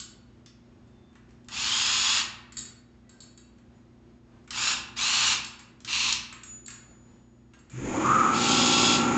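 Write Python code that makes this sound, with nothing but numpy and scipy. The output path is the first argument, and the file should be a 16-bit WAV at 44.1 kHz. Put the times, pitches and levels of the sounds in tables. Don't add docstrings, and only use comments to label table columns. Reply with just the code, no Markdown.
import sys
import numpy as np
from scipy import signal
from scipy.fft import rfft, irfft
from scipy.io import wavfile
from scipy.ndimage import uniform_filter1d

SR = 44100
rng = np.random.default_rng(int(sys.argv[2]) if len(sys.argv) > 2 else 0)


def file_out(sig):
    cols = np.atleast_2d(sig).T
    lim = np.clip(cols, -1, 1)
    pcm = np.round(lim * 32767).astype(np.int16)
    wavfile.write(sys.argv[1], SR, pcm)


def volts(x):
    e = np.asarray(x, float) / 20
    return 10 ** e


N = 404397
T = np.arange(N) / SR


def evened(x):
    return x / np.sqrt(np.mean(x ** 2) + 1e-20)


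def read(points, hz):
    f, value = np.transpose(points)
    return np.interp(np.log(hz + 1), np.log(f + 1), value)


def add(mix, start_s, sound):
    part = mix[round(start_s * SR):][:len(sound)]
    part += sound[:len(part)]


def coloured(x, spectrum):
    gain = volts(read(spectrum, np.fft.rfftfreq(len(x), 1 / SR)))
    return evened(irfft(rfft(x) * gain, len(x)))


def resonate(x, hz, width_hz):
    turn = np.exp(2j * np.pi * np.cumsum(hz * np.ones(len(x))) / SR)
    r = np.exp(-np.pi * width_hz / SR)
    smooth = signal.lfilter([1 - r], [1, -r], x / turn)
    return evened((turn * smooth).real)


def wander(length, span):
    once = uniform_filter1d(rng.standard_normal(length), int(span))
    return evened(uniform_filter1d(once, int(span)))


# [Hz, dB per Hz]
VENTILATION = [(15, -34.5), (25, -22), (65, -3), (125, -6), (167, -7.5), (241, -8.5), (286, -12.5),
               (356, -8), (454, -18.5), (513, -17), (815, -21), (4820, -37), (6790, -40), (8450, -48),
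               (11000, -85.5), (18600, -120)]
# [Hz, dB rms]
HUM_LINES = [(59.3, -65.5), (120, -63), (212.3, -65), (240.2, -60.5), (267.8, -74.5), (295.7, -76.5),
             (332.1, -69), (360, -73), (6700, -90)]


def stockroom():
    air = coloured(rng.standard_normal(N), VENTILATION) * volts(-59 + 1.4 * wander(N, 5000))
    lines = np.zeros(N)
    for hz, db in HUM_LINES:
        level = volts(db + 3 + 0.96 * wander(N, 3300))
        turns = hz * T + rng.random() + 0.041 * wander(N, 4000)
        lines += level * np.sin(2 * np.pi * turns)
    return air + lines


def ring(modes, t, t60_s, flutter_db):
    total = np.zeros(len(t))
    for hz, db, t60_factor in modes:
        luck_db, phase = 4 * rng.random(), rng.random()
        decay_db = -60 * t / (t60_factor * t60_s)
        rattle_db = flutter_db * (1.15 - abs(wander(len(t), 150)))
        total += volts(db + luck_db + decay_db + rattle_db) * np.sin(2 * np.pi * (hz * t + phase))
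    return total


# [Hz, dB, ratio]
LOW_RING = [(3860, -11, 1.3), (4430, -7, 1.5), (4510, 0, .3), (4600, -4, .25), (5230, -13, 1),
            (3300, -17, .8)]
# [Hz, dB, ratio]
HIGH_RING = [(6600, -9, 1), (6965, -2, 1.5), (7527, 0, 1), (7628, -3, 1.1)]


def hit(tick_db, low_db, high_db, knock_db, t60_s):
    t = np.arange(SR // 4) / SR
    crack, puff = rng.standard_normal((2, len(t)))
    tick = coloured(crack, [(800, -36.0), (3000, 4.5), (7000, 5), (9000, -16.0)])
    tick *= volts(-60 * t / .018) + volts(-13 - 60 * t / (.7 * t60_s))
    knock = coloured(puff, [(350, -28.5), (700, -15), (1300, 1.5), (2500, -2.5), (5000, -17.5)])
    knock *= volts(knock_db - 60 * t / 0.093)
    low = volts(low_db) * ring(LOW_RING, t, t60_s, flutter_db=9.0)
    high = volts(high_db) * ring(HIGH_RING, t, t60_s, flutter_db=7.5)
    onset = np.minimum(t / .001, 1)
    return volts(tick_db - 10.5) * (tick + knock + low + high) * onset


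# tick_db, low_ring_db, high_ring_db, knock_db [dB]
DROPPED_BOLT = (-24.5, -15, -12.5, -12.5)
# [s, dB]
CLINKS = [(0.8742, -63, -8, -10, -14), (2.5212, -39.5, -6, -6, -1.5), (2.5686, -28.5, -0.5, -2.5, -7),
          (2.579, -27.5, -11, -4, -19), (2.5895, -32, -22.5, 1, -17), (2.652, -36, -29, -11, -7),
          (3.093, -47, -3, -5, -3), (3.204, -39, -2, -6, -16.5), (3.23, -50, -7, 1, 1.5),
          (3.3752, -46, -4, -2, -3), (5.4458, -25.5, -10, -12.5, -19), (5.5924, -34.5, -14, -14, -1.5),
          (6.325, -37, -17, -5.5, 5.5), (6.6609, -38, -9.5, -0.5, -11.5), (6.6804, -36, -13.5, 0.5, 1),
          (6.7035, -32, -10, -9.5, -6), (7.589, -53.5, -10, -5, -1)]


def steel_clinks():
    layer = np.zeros(N)
    add(layer, 0, hit(*DROPPED_BOLT, t60_s=.2))
    for start_s, *levels in CLINKS:
        add(layer, start_s, hit(*levels, t60_s=0.11))
    return layer


def sing(hz, db, rise_s, t60_s, waver=.11):
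    t = np.arange(2 * SR) / SR
    decay_db = -60 * np.maximum(t - rise_s, 0) / t60_s
    level = volts(db + decay_db + 18 * waver * wander(len(t), 400))
    turns = hz * t + waver * wander(len(t), 500)
    return np.minimum(t / rise_s, 1) * level * np.sin(2 * np.pi * turns)


# [s, Hz, dB, s, s]
SINGS = [(.8, 3550, -70, .32, .12), (0, 4450, -55, .002, .55), (3.03, 1970, -68, .05, .6),
         (3.08, 1570, -66, .07, .5), (3.74, 6950, -74, .02, .3), (3.4, 2700, -70, .03, .5),
         (4.28, 1560, -72, .08, .5), (.462, 5380, -63, .004, .5), (.462, 3600, -62, .004, .3),
         (.462, 4600, -64, .004, .45), (0, 5400, -62, .002, .5), (6.1, 2670, -38, .04, .5),
         (4.72, 2700, -42, .04, .6), (1.15, 900, -58, .006, .12), (.002, 1450, -58, .005, .4),
         (7.535, 6620, -64, .004, .4), (7.535, 1600, -60, .01, .3)]


def thin_rings():
    layer = np.zeros(N)
    for start_s, *tone in SINGS:
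        add(layer, start_s, sing(*tone))
    return layer


# [s, dB]
CLICKS = [(0.46, -36.5, -35, -10), (1.129, -62.5, -23, 8), (1.1538, -52.5, -22, 8), (1.29, -55, -19, 0),
          (1.3067, -54, -31, -1), (1.4446, -50.5, -22, -16), (1.4848, -29, -18.5, -5),
          (2.172, -30.5, -40, 11.5), (3.5835, -58, -15, 4), (4.442, -56.5, -15, -4),
          (4.4757, -45, -15, 5.5), (4.506, -17.5, -34, -10), (5.8036, -41, -21, -7.5),
          (5.847, -21.5, -32, -13), (6.125, -8, -45.5, -26), (6.1358, -26, -47, -11), (6.4332, -31, -7, -9),
          (7.535, -48, -27, 5), (7.6972, -41.5, -8, -7)]


def plastic_clicks():
    layer = np.zeros(N)
    for start_s, tick_db, high_db, knock_db in CLICKS:
        add(layer, start_s, hit(tick_db, -60, high_db, knock_db, t60_s=0.11))
    return layer


# [of the mesh rate, dB]
MESH_ORDERS = [(1, -13), (2, 5), (3, 3.5), (4, 3.5), (5, 5), (6, 0.5)]
# [Hz, Hz, dB]
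CHUCK_MODES = [(2350, 50, -7), (2460, 50, -6), (2570, 50, -3), (2670, 40, 2), (2800, 50, -2)]
# [Hz, Hz, dB]
HANDLE_MODES = [(885, 60, 0), (1035, 60, 0), (1190, 70, -2)]


def driver(pull_s, release_s, spin_up_s, mesh_hz, top_db, grip, casing):
    t = np.arange(0, release_s - pull_s + 0.47, 1 / SR)
    n = len(t)
    whine_db, chuck_db, growl_db = grip
    speed = 1 - np.exp(-(t + .01) / spin_up_s)
    coasting_s = np.maximum(t - release_s + pull_s, 0)
    engage = .45
    mesh = mesh_hz * (engage + (1 - engage) * speed) * np.exp(-coasting_s / .25)
    below_db = 32.5 * np.log10(speed) - 192.5 * coasting_s

    turns = np.cumsum(mesh * (1 + .019 * wander(n, 200))) / SR
    whine = np.zeros(n)
    for k, db in MESH_ORDERS:
        whine += volts(db + 4.5 * wander(n, 200)) * np.sin(2 * np.pi * k * turns)
    strain_db = 6 * (1 - speed)

    rub = rng.standard_normal(n) * volts(1.3 * wander(n, 73))
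    chuck = sum(volts(db) * resonate(rub, hz, width) for hz, width, db in CHUCK_MODES)
    growl = sum(volts(db) * resonate(rub, hz, width) for hz, width, db in HANDLE_MODES)

    gears = coloured(rub, casing) + volts(whine_db + strain_db) * coloured(whine, casing)
    sound = volts(below_db) * gears
    sound += volts(growl_db + 0.48 * below_db) * evened(growl)
    sound += volts(chuck_db + 0.56 * below_db) * evened(chuck)
    return volts(top_db) * sound * signal.windows.tukey(n, .05)


# [s, s, s, Hz, dB]
PULLS = [
    (1.495, 2.186, 0.12, 1697, -24.5),
    (4.515, 4.717, 0.087, 1486, -24.5),
    (4.955, 5.325, 0.053, 1462, -24.5),
    (5.864, 6.106, 0.05, 1454, -26),
    (8.31, 8.948, .1, 1681, -24),
]
# whine_db, chuck_db, growl_db [dB against the noise]
GRIPS = [
    (-7, -16.5, -20.5),
    (-6, -12.5, -17.5),
    (-4.5, -11.5, -20.5),
    (-11, -8.5, -28),
    (-6, -8.5, -23.5),
]
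# [Hz, dB per Hz]
CASINGS = [
    [(400, -36), (641, -33), (1140, -9), (2100, -11), (3330, -3), (5140, -5.5), (5990, -11.5), (6980, -3.5),
     (8450, -27)],
    [(400, -34.5), (658, -27), (1420, -1), (2130, -8.5), (2860, -2), (5480, -3), (6140, -10), (7070, 2),
     (8450, -26.5)],
    [(400, -37.5), (666, -25), (1150, -6.5), (2080, -10.5), (4030, -2), (4410, -4), (5200, -9.5),
     (7160, -6.5), (8450, -25.5)],
    [(400, -38), (650, -38.5), (1020, -8), (1690, -14), (2710, -5.5), (4240, -1.5), (4940, -9), (6890, -7),
     (8450, -25.5)],
    [(400, -16.5), (1140, -7.5), (1900, -22), (3330, 1.5), (5140, -2.5), (5990, -7), (6980, 1), (7730, -9),
     (8450, -30)],
]


def screwdriver():
    layer = np.zeros(N)
    for pull, grip, casing in zip(PULLS, GRIPS, CASINGS):
        add(layer, pull[0], driver(*pull, grip, casing))
    return layer


# [s, Hz, dB, s, s]
CLEAR_SINGS = [
    (6.448, 6958, -43.5, .05, 1.5),
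    (6.1262, 6900, -17, .0012, .015),
]


def hanging_steel():
    layer = np.zeros(N)
    for start_s, *tone in CLEAR_SINGS:
        add(layer, start_s, sing(*tone, waver=.03))
    start_s, hz, db, rise_s, t60_s = CLEAR_SINGS[0]
    add(layer, start_s, -sing(hz + 5.4, db - 2, rise_s, t60_s / 2, waver=.03))
    return layer


# [Hz, dB per Hz]
TANK = [(24, -59.5), (40, -27), (201, -7), (243, -9.5), (287, -1), (354, -11), (455, -11), (516, -9),
        (664, -16.5), (802, -11.5), (1270, -9), (1380, -3.5), (1820, -33.5), (3700, -29), (6000, -56),
        (7800, -70), (13200, -120)]
# [Hz, Hz, dB]
TANK_MODES = [(125, 50, -10.5), (240.4, 9.3, -0.5), (348, 70, -0.5), (527, 10, -12.5), (845, 61, -9.5),
              (900, 20, -5), (1116, 53, -5)]


def tank_body(t, hz, settled, crank):
    shake = rng.standard_normal(len(t)) * (1 + 0.051 * np.cos(4 * np.pi * crank))
    modes = sum(volts(db) * resonate(shake, f, width) for f, width, db in TANK_MODES)
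    body = evened(coloured(shake, TANK) + volts(-11.5) * modes)
    f, frame_s, z = signal.stft(body, SR, nperseg=1024)
    at = frame_s + t[0]
    reach = np.interp(at, t, hz) / (f[:, None] + 1)
    dull_db = -16.0 * np.clip(1.7 * (1 - reach), 0, 1) * (1 - np.interp(at, t, settled))
    return signal.istft(z * volts(dull_db), SR, nperseg=1024)[1][:len(t)]


# [s, Hz]
RUN_UP = [
    (7.7, 60),
    (7.9, 650),
    (8.0, 1000),
    (8.05, 1200),
    (8.11, 1270),
    (8.3, 1300),
    (8.4, 1345),
    (8.55, 1356),
    (9.17, 1356),
]
# [of the crank rate, dB rms]
CRANK_ORDERS = [(7, -51), (9, -50), (11, -43), (13, -49), (14, -47), (16, -45), (17, -46), (19, -39),
                (20, -35), (21, -37), (22, -39), (24, -43), (26, -47), (27, -46), (29, -39), (31, -41),
                (33, -47), (46, -50), (64, -46), (65, -47), (68, -44), (69, -43), (70, -45), (75, -45),
                (92, -46), (94, -48), (95, -46)]
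# [Hz, dB per Hz]
INTAKE = [(940, -20), (1600, -5), (2070, -4.5), (2350, -1.5), (2700, -7.5), (2770, -9.5), (3540, -14.5),
          (4180, -20), (5840, -17), (6950, -1.5), (7940, -24), (8450, -39), (11000, -71), (18600, -120)]


def compressor():
    time_s, whine_hz = np.transpose(RUN_UP)
    start_s, whine_per_turn = time_s[0], 113.26
    t = np.arange(start_s, N / SR, 1 / SR)
    hz = np.interp(t, time_s, whine_hz)
    speed = hz / hz[-1]
    crank = np.cumsum(hz) / SR / whine_per_turn
    settled = np.clip(speed, 0, 1) ** 4
    steady = np.clip(speed, 0, 1) ** 14

    housing_db = -10 * np.log10(1 + ((hz - 1258) / 50) ** 2)
    whine = np.sqrt(2) * np.sin(2 * np.pi * whine_per_turn * crank)
    whine *= 1 + .3 * np.cos(2 * np.pi * crank)
    whine_db = -27 + housing_db + 10 * np.log10(speed)

    smear = resonate(rng.standard_normal(len(t)), 0.95 * hz, 220)
    swell = resonate(smear, 0.97 * hz, 170)
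    swell_db = -19 + 2.08 * housing_db - 9 * steady ** 3

    orders = np.zeros(len(t))
    for k, db in CRANK_ORDERS:
        orders += volts(db + 4.0) * np.sin(2 * np.pi * (k * crank + .2 * k ** 2))
    body = tank_body(t, hz, settled, crank)
    body_db = -27 + 30 * np.log10(1.01 - np.exp(-(t - start_s) / 0.11)) - 3.5 * steady

    hiss = coloured(rng.standard_normal(len(t)), INTAKE) * (1 + 0.12 * np.cos(4 * np.pi * crank))
    hiss_db = -35.5 + 20.5 * np.log10(speed)

    sound = volts(swell_db) * swell + volts(whine_db) * whine + volts(body_db) * body
    sound += steady * orders + volts(hiss_db) * hiss
    layer = np.zeros(N)
    add(layer, start_s, sound * np.minimum((t - start_s) / 0.0082, 1))
    return layer


# [s, Hz, dB, s, s]
THUDS = [
    (7.71, 126, -31, 0.092, 0.32),
    (7.76, 55.3, -40, 0.1, 0.55),
    (7.82, 224, -34, 0.031, 0.25),
    (7.97, 310.5, -22.5, 0.0092, 0.33),
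    (8.03, 125.3, -30, 0.07, .4),
    (7.72, 312, -47, 0.069, .5),
]


def tank_thuds():
    layer = np.zeros(N)
    for start_s, *tone in THUDS:
        add(layer, start_s, sing(*tone))
    return layer


# [Hz, s]
ROOM = [(200, 1), (1000, 0.85), (3000, 0.6), (8000, 0.33)]


def echoes(x):
    taps = np.zeros(SR)
    at = np.arange(300, SR - 20, 20) + rng.integers(0, 20, (SR - 301) // 20)
    taps[at] = rng.choice([-1., 1.], len(at))
    hz, t, z = signal.stft(taps, SR, nperseg=256)
    decay_db = -60 * t / read(ROOM, hz)[:, None]
    tail = signal.istft(z * volts(decay_db), SR, nperseg=256)[1]
    return signal.fftconvolve(x, tail / np.linalg.norm(tail))[:N]


def scene():
    room = stockroom()
    clinks = steel_clinks() + plastic_clicks()
    tool = screwdriver()
    far = thin_rings() + hanging_steel() + compressor() + tank_thuds()
    wet = echoes(volts(-11.5) * tool + volts(-0.5) * clinks)
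    return (volts(-1.5) * tool + clinks + wet + far + room)[None]


def band_limit(x):
    return signal.sosfilt(signal.butter(12, 8960, fs=SR, output="sos"), x)


def record(dry):
    power_db = 10 * np.log10(abs(uniform_filter1d(dry[0] ** 2, 4000)) + 1e-12)
    bass = signal.sosfiltfilt(signal.butter(4, 450, fs=SR, output="sos"), dry)
    before_pump = T < RUN_UP[0][0]
    lift_db = 5.0 * np.clip((power_db + 51) / 18, 0, 1) * before_pump
    opened = dry + bass * (volts(lift_db) - 1)
    band = signal.firwin(numtaps=301, cutoff=8280, window=("kaiser", 9), fs=SR)
    limited = signal.oaconvolve(opened, band[None], "same")
    return band_limit(limited)


dry = scene()
out = record(dry)
file_out(out)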